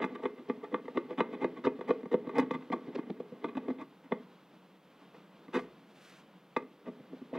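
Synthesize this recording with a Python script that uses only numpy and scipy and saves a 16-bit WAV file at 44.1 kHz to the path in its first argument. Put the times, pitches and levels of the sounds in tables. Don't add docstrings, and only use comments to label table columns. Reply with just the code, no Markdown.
import sys
import numpy as np
from scipy import signal
from scipy.fft import rfft, irfft, next_fast_len
from scipy.io import wavfile
from scipy.ndimage import uniform_filter1d, map_coordinates

SR = 44100
rng = np.random.default_rng(int(sys.argv[2]) if len(sys.argv) > 2 else 0)


def file_out(sig):
    cols = np.atleast_2d(sig).T
    lim = np.clip(cols, -1, 1)
    pcm = np.round(lim * 32767).astype(np.int16)
    wavfile.write(sys.argv[1], SR, pcm)


N = 325458


def amp(db):
    return 10 ** (np.asarray(db) / 20)


def unit(x):
    return x / np.sqrt(np.mean(x ** 2) + 1e-20)


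def along(points, hz):
    f, v = np.transpose(points)
    return np.interp(np.log(hz + 1), np.log(f + 1), v)


def wobble(rate):
    knots = rng.standard_normal(int(N * rate / SR) + 4)
    return map_coordinates(knots, [np.arange(N) * rate / SR])


def filtered(x, response):
    n = x.shape[-1]
    m = next_fast_len(n + SR // 8)
    spectrum = rfft(x, m) * response(np.fft.rfftfreq(m, 1 / SR))
    return irfft(spectrum, m)[..., :n]


def coloured(spectrum, size):
    noise = rng.standard_normal(size)
    return unit(filtered(noise, lambda hz: amp(along(spectrum, hz))))


def grit(size, spiky_db):
    clumps = uniform_filter1d(rng.standard_normal(size), size=40)
    return unit(rng.standard_normal(size) * amp(spiky_db * unit(clumps)))


# frequency in Hz, relative density in dB per Hz.
SHOP_SPECTRUM = [(15, -71.5), (25, -38.5), (124, -28), (140, -10), (188, -1.5), (241, -11.5), (286, -6),
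                 (385, -13.5), (446, -10.5), (712, -16), (1080, -16.5), (1820, -24), (3280, -25.5),
                 (9000, -51.5), (11700, -80.5), (19800, -120)]


def shop():
    uneven_db = 0.8 * wobble(3.2) + 1.1 * wobble(31)
    return amp(-60.0 + uneven_db) * coloured(SHOP_SPECTRUM, N)


# frequency in Hz, width in Hz before the hand's damping,
# level in dB relative to the other modes of its family.
BOARD_MODES = [(154.5, 47, -16), (202.7, 47, -9.5), (256.8, 33.3, -2), (310.4, 49.2, -7.5),
               (351, 14.2, -0.5), (423.3, 56.4, -0.5), (498.8, 32.6, 0), (640, 52, -11.5), (902, 89, -6),
               (1091.6, 59, -8.5), (1170, 41, -5), (1338, 16, -22), (1494, 27, -21.5), (1681, 29.7, -23.5),
               (1848, 15, -20.5), (2074, 88, -16.5), (2496, 48, -23.5), (3010, 160, -30.5),
               (3458, 130, -28.5), (3896, 73, -32)]


def board(families_db, scatter_db):
    hz, width, db = np.transpose(BOARD_MODES)[:, :, None]
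    db = db + scatter_db * rng.standard_normal(hz.shape)
    width = np.maximum(width, 20 + hz / 50)
    family = np.searchsorted([340, 750, 1400], hz)  # deep, middle, high, top; limits in Hz
    mode_power = amp(2 * db) * np.pi * width / SR
    power = np.bincount(family[:, 0], mode_power[:, 0])
    sign = (-1.) ** np.arange(len(hz))[:, None]
    gain = sign * amp(db + np.take(families_db, family)) / np.sqrt(power[family])
    microphone = signal.butter(3, [135, 4300], "band", fs=SR)

    def response(f):
        modes = gain * 1j * f * width / (hz * hz - f * f + 1j * f * width)
        return signal.freqz(*microphone, f, fs=SR)[1] * np.sum(modes, axis=0)

    return response


# time in seconds, pressure as a level in dB.
DRAG_PRESSURE = [
    [(0.0, -29.5), (0.13, -51), (0.53, -54.5), (1.04, -52.5), (1.36, -46.5), (1.71, -56.5), (1.84, -47),
     (2.16, -57), (2.39, -39), (2.6, -57), (2.93, -46), (3.26, -58.5), (3.44, -51.5), (3.67, -47),
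     (3.85, -62.5), (4.35, -75)],
    [(5.56, -66), (5.638, -45.5), (5.8, -82)],
    [(6.58, -62), (6.77, -79), (6.854, -56.5), (7.268, -70), (7.38, -33.5)],
]
DRAG_HIGH_DB, DRAG_HIGH_GROWS = -62.5, 0.94


def drag():
    pressure = np.zeros(N)
    for stretch in DRAG_PRESSURE:
        s, db = np.transpose(stretch)
        pressure += amp(np.interp(np.arange(N) / SR, s, db, left=-150, right=-150))
    high = amp(DRAG_HIGH_DB) * (pressure / amp(-50)) ** DRAG_HIGH_GROWS
    rub = grit(N, spiky_db=3) * amp(3 * wobble(60))
    low_modes = filtered(rub, board([-3, -3, -120, -120], scatter_db=0))
    high_modes = filtered(rub, board([-120, -120, -1.5, -6], scatter_db=0))
    return pressure * low_modes + high * high_modes


TOP_UNDER_HIGH_DB, TOP_FOLLOWS_HARDNESS = 5, 1.18


def families(strength_db, depth_db, hardness_db):
    top_db = strength_db + TOP_FOLLOWS_HARDNESS * hardness_db - TOP_UNDER_HIGH_DB
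    return [strength_db + depth_db, strength_db, strength_db + hardness_db, top_db]


def driven(force, families_db):
    response = board(families_db, scatter_db=2.5)
    ring = filtered(force, response)
    single_click = np.arange(len(force)) == 0
    typical = np.linalg.norm(filtered(single_click, response))
    return ring * typical * np.linalg.norm(force) / np.linalg.norm(ring)


# start in seconds, length in seconds, strength in dB,
# depth in dB, hardness in dB.
GRAIN_RASPS = [(0.089, 0.073, -48, 2.1, -20), (0.141, 0.025, -42, -3, -2), (0.625, 0.03, -38.5, -4.5, -7),
               (0.353, 0.055, -59.5, 0.5, 2), (0.536, 0.18, -56, -3, -5.5),
               (1.072, 0.072, -46.5, 0.5, -9.5), (1.309, 0.053, -41.5, -0.5, -5),
               (1.546, 0.051, -54, 13, 2.5), (2.396, 0.036, -42.5, 5, -5), (2.525, 0.037, -39, 7.5, -1),
               (2.596, 0.044, -59, -7, 2), (2.714, 0.028, -28.5, 1.5, -7.5), (2.867, 0.019, -51, 15, -4),
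               (2.946, 0.019, -35.5, 5, -22), (2.971, 0.029, -40, 10, -4), (3.051, 0.027, -58.5, 13, -3.5),
               (3.422, 0.045, -39, -1.5, -13), (3.474, 0.025, -49.5, 11.5, 1),
               (3.563, 0.021, -34.5, 1, -8.5), (3.665, 0.062, -36.5, 5, -12), (3.772, 0.067, -47.5, 7, -2),
               (4.031, 0.039, -66.5, 16, 5), (5.523, 0.065, -29, -3, -3.5), (5.566, 0.0377, -39, -15, -5),
               (6.847, 0.054, -39, 1, -12), (6.996, 0.01, -54, 12, -18), (7.08, 0.089, -59.5, 17, -5.5),
               (7.328, 0.045, -48.5, 2, 2)]
# knock time in seconds, run-up in seconds,
# knock strength in dB, knock depth in dB, knock hardness in dB, hardness of the rasp in dB.
PUSH_STROKES = [(0.04, 0.031, -32.5, -1.5, -2, 2.5), (0.254, 0.04, -29, -8, -6.5, -8),
                (0.497, 0.017, -31, 1, -7.5, -20.5), (0.742, 0.036, -30, -1.5, -4, -13),
                (0.972, 0.031, -27.5, -4.5, -7, -12.5), (1.204, 0.033, -27, -0.7, -5.5, -4),
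                (1.443, 0.043, -26.5, -4, -8, -8), (1.668, 0.032, -24.5, -2.5, -9.5, -8),
                (1.905, 0.034, -22.5, -6, -12, -9.5), (2.14, 0.032, -22.5, -6, -16, -10.5),
                (2.382, 0.041, -25, -4.8, -7.5, -8), (4.12, 0.014, -32, -2.5, -4.5, -23)]
# frequency in Hz, relative density in dB per Hz.
SNAP_SPECTRUM = [(600, -39.5), (2500, -2), (4500, 5), (8000, -2.5), (15500, -13.5)]
RUN_UP_DB, RUN_UP_DEPTH_DB, RUN_UP_LASTS = -6, 4.5, 1.05
FIZZ_DB, FIZZ_GROWS = -70, 0.95


def rasps():
    t = np.arange(SR // 6) / SR
    out = np.zeros(N + len(t))
    run_ups = [(s - run, RUN_UP_LASTS * run, db + RUN_UP_DB, depth + RUN_UP_DEPTH_DB, hard)
               for s, run, db, depth, _, hard in PUSH_STROKES]
    for s, length, *touch_db in GRAIN_RASPS + run_ups:
        families_db = families(*touch_db)
        swell = np.sin(np.pi * np.clip(t / length, 0, 1) ** 1.2) ** 1.1
        bite = swell * (t < length)
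        grains = bite * grit(len(t), spiky_db=4.0)
        force = grains * np.linalg.norm(bite) / np.linalg.norm(grains)
        ring = driven(force, families_db)
        high_over_db = families_db[2] + 40
        fizz = amp(FIZZ_DB + FIZZ_GROWS * high_over_db) * bite * coloured(SNAP_SPECTRUM, len(t))
        out[round(s * SR):][:len(t)] += ring + fizz
    return out[:N]


# time in seconds, strength in dB, depth in dB, hardness in dB.
OTHER_KNOCKS = [(0.853, -50, 4.5, -6), (0.88, -39.5, -17.5, -8.5), (1.106, -36.5, -16, -10),
                (1.331, -46.5, 3.5, -6.5), (1.789, -42, -4, -15), (1.809, -38.5, -18, -8),
                (2.03, -43.5, 4.5, -12), (2.055, -42, 0.5, -7.5), (2.27, -40.5, 5, -11),
                (2.292, -40, -15, -7), (2.393, -32.5, 6.5, 0), (2.428, -45, 12, -2),
                (2.508, -35, 3.5, -0.5), (2.7, -42.5, 9, -10), (2.729, -52, 4, 1), (2.76, -44.5, 1, -11.5),
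                (3.099, -41.5, 6.7, -13), (3.2, -37, -6.5, -19.5), (3.319, -56.5, 14.5, -20),
                (3.442, -34, 0, -6.5), (3.551, -49, 12, -1), (3.57, -43, 12, -3.5), (3.682, -36.5, 2, -14),
                (3.702, -43.5, 0, -7.5), (5.143, -54.5, -16, -5), (5.481, -57, 10, -4),
                (6.564, -30.5, -2.5, 0), (6.622, -52, -1, -8), (7.129, -46.5, -21, -32),
                (7.216, -51.5, 9, -11), (7.328, -37.5, -2.5, -42), (7.349, -41, -3, -16)]
SNAP_DB, SNAP_GROWS = -69, 0.51


def knocks():
    lead = SR // 200
    t = np.arange(-lead, SR // 10) / SR
    out = np.zeros(N + len(t))
    dig = np.exp(np.where(t < 0, t / 0.0003, -t / 0.0069))
    late_dig = np.roll(dig, SR // 500)
    push_knocks = [(s, *touch_db) for s, _, *touch_db, _ in PUSH_STROKES]
    for s, *touch_db in OTHER_KNOCKS + push_knocks:
        families_db = families(*touch_db)
        slips = 0.038 * dig * grit(len(t), spiky_db=6.5)
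        soft = 1 / (1 + np.exp(-(t - .001) / .0008))
        ring = amp(29.0) * soft * driven((t == 0) + slips, families_db)
        jolt = amp(families_db[1] - 40.0) * np.exp(-.5 * ((t - .004) / 0.0077) ** 2)
        high_over_db = families_db[2] + 40
        snap = amp(SNAP_DB + SNAP_GROWS * high_over_db) * late_dig * coloured(SNAP_SPECTRUM, len(t))
        out[round(s * SR):][:len(t)] += ring + jolt + snap
    return out[lead:][:N]


# start in seconds, crumbling time in seconds, level in dB.
GLUE_CRACKS = [(0.042, 0.0076, -56.5), (2.382, 0.0063, -45), (2.397, 0.0059, -50), (2.51, 0.0072, -59.5),
               (2.731, 0.012, -69.5), (3.81, 0.012, -67), (5.535, 0.047, -58.5), (5.59, 0.016, -63),
               (6.567, 0.0043, -51), (6.869, 0.015, -78), (7.348, 0.029, -69.5)]
# frequency in Hz, relative density in dB per Hz.
SHARD_SPECTRUM = [(600, -39), (2500, -2.5), (4500, 5.5), (8000, -5), (12000, -9), (15500, -10)]


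def cracks():
    t = np.arange(SR // 8) / SR
    out = np.zeros(N + len(t))
    for s, crumble, db in GLUE_CRACKS:
        burst = (1 - np.exp(-t / (0.15 * crumble))) * np.exp(-t / crumble)
        clumps = unit(uniform_filter1d(rng.standard_normal(len(t)), size=60))
        grains = amp(2.5 * clumps)
        out[round(s * SR):][:len(t)] += amp(db) * burst * grains * coloured(SHARD_SPECTRUM, len(t))
    return out[:N]


# start in seconds, frequency in Hz,
# time to fall by 60 dB in seconds, level in dB before the soft swell.
TABLE_BOOM = (5.56, 64, .6, -65)


def boom():
    s, hz, t60, db = TABLE_BOOM
    t = np.clip(np.arange(N) / SR - s, 0, None)
    swell = 1 - np.exp(-t / 0.027)
    return amp(db - 60 * t / t60) * swell * np.sin(2 * np.pi * hz * t)


# frequency in Hz, relative density in dB per Hz.
SKIN_SPECTRUM = [(530, -41), (900, -13), (1120, -8), (1200, 2.5), (1780, 0.5), (2840, -1), (12800, -20),
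                 (15700, -21)]
PALM_S, PALM_HOLD_S = 6.048, 0.14
PALM_DB, PALM_RISE_DB_PER_S, PALM_SAG_DB_PER_S, PALM_FALL_DB_PER_S = -59, 121, 30, 330


def palm():
    t = np.arange(N) / SR - PALM_S
    fall_db = PALM_SAG_DB_PER_S * t + PALM_FALL_DB_PER_S * np.clip(t - PALM_HOLD_S, 0, None)
    level_db = PALM_DB + np.where(t < 0, PALM_RISE_DB_PER_S * t, -fall_db)
    return amp(level_db + 1.7 * wobble(60)) * coloured(SKIN_SPECTRUM, N)


# frequency in Hz, time to fall by 60 dB in seconds.
WALL_DECAY = [(100, 0.47), (300, 0.55), (800, 0.24), (2000, 0.28), (6000, 0.13)]


def walls(x):
    hz, t, z = signal.stft(rng.standard_normal(SR // 2), SR, nperseg=256)
    decay = amp(-60 * t / along(WALL_DECAY, hz)[:, None])
    tail = signal.istft(z * decay, SR, nperseg=256)[1]
    late = np.pad(x, (400, 0))
    return signal.fftconvolve(late, tail / np.linalg.norm(tail))[:N]


def roomy(x):
    return x + amp(-16) * walls(x)


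def scene():
    table = drag() + rasps() + knocks() + cracks() + boom() + palm()
    return roomy(table) + shop() + np.zeros((2, 1))


# frequency in Hz, relative density in dB per Hz.
HISS_SPECTRUM = [(20, 9), (90, 8), (160, -14.5), (600, -18.5), (3000, 1.5), (15700, 11)]
# frequency in Hz, lag in seconds.
PORT_LAG = [(180, 1.3e-5), (350, 1.8e-5), (600, 1.9e-5), (1200, 2.3e-5), (15000, 2.4e-5)]
TOP_HZ = 15800


def record(dry):
    edge = SR // 20
    hiss = amp(-80) * np.array([coloured(HISS_SPECTRUM, N + 2 * edge) for _ in range(2)])
    air = np.pad(dry, ((0, 0), (edge, edge)), "reflect")
    side = np.array([[1], [-1]])
    ports = filtered(air, lambda hz: np.exp(-1j * np.pi * hz * along(PORT_LAG, hz) * side))
    return filtered(ports + hiss, lambda hz: hz < TOP_HZ)[:, edge:-edge]


dry = scene()
out = record(dry)
file_out(out)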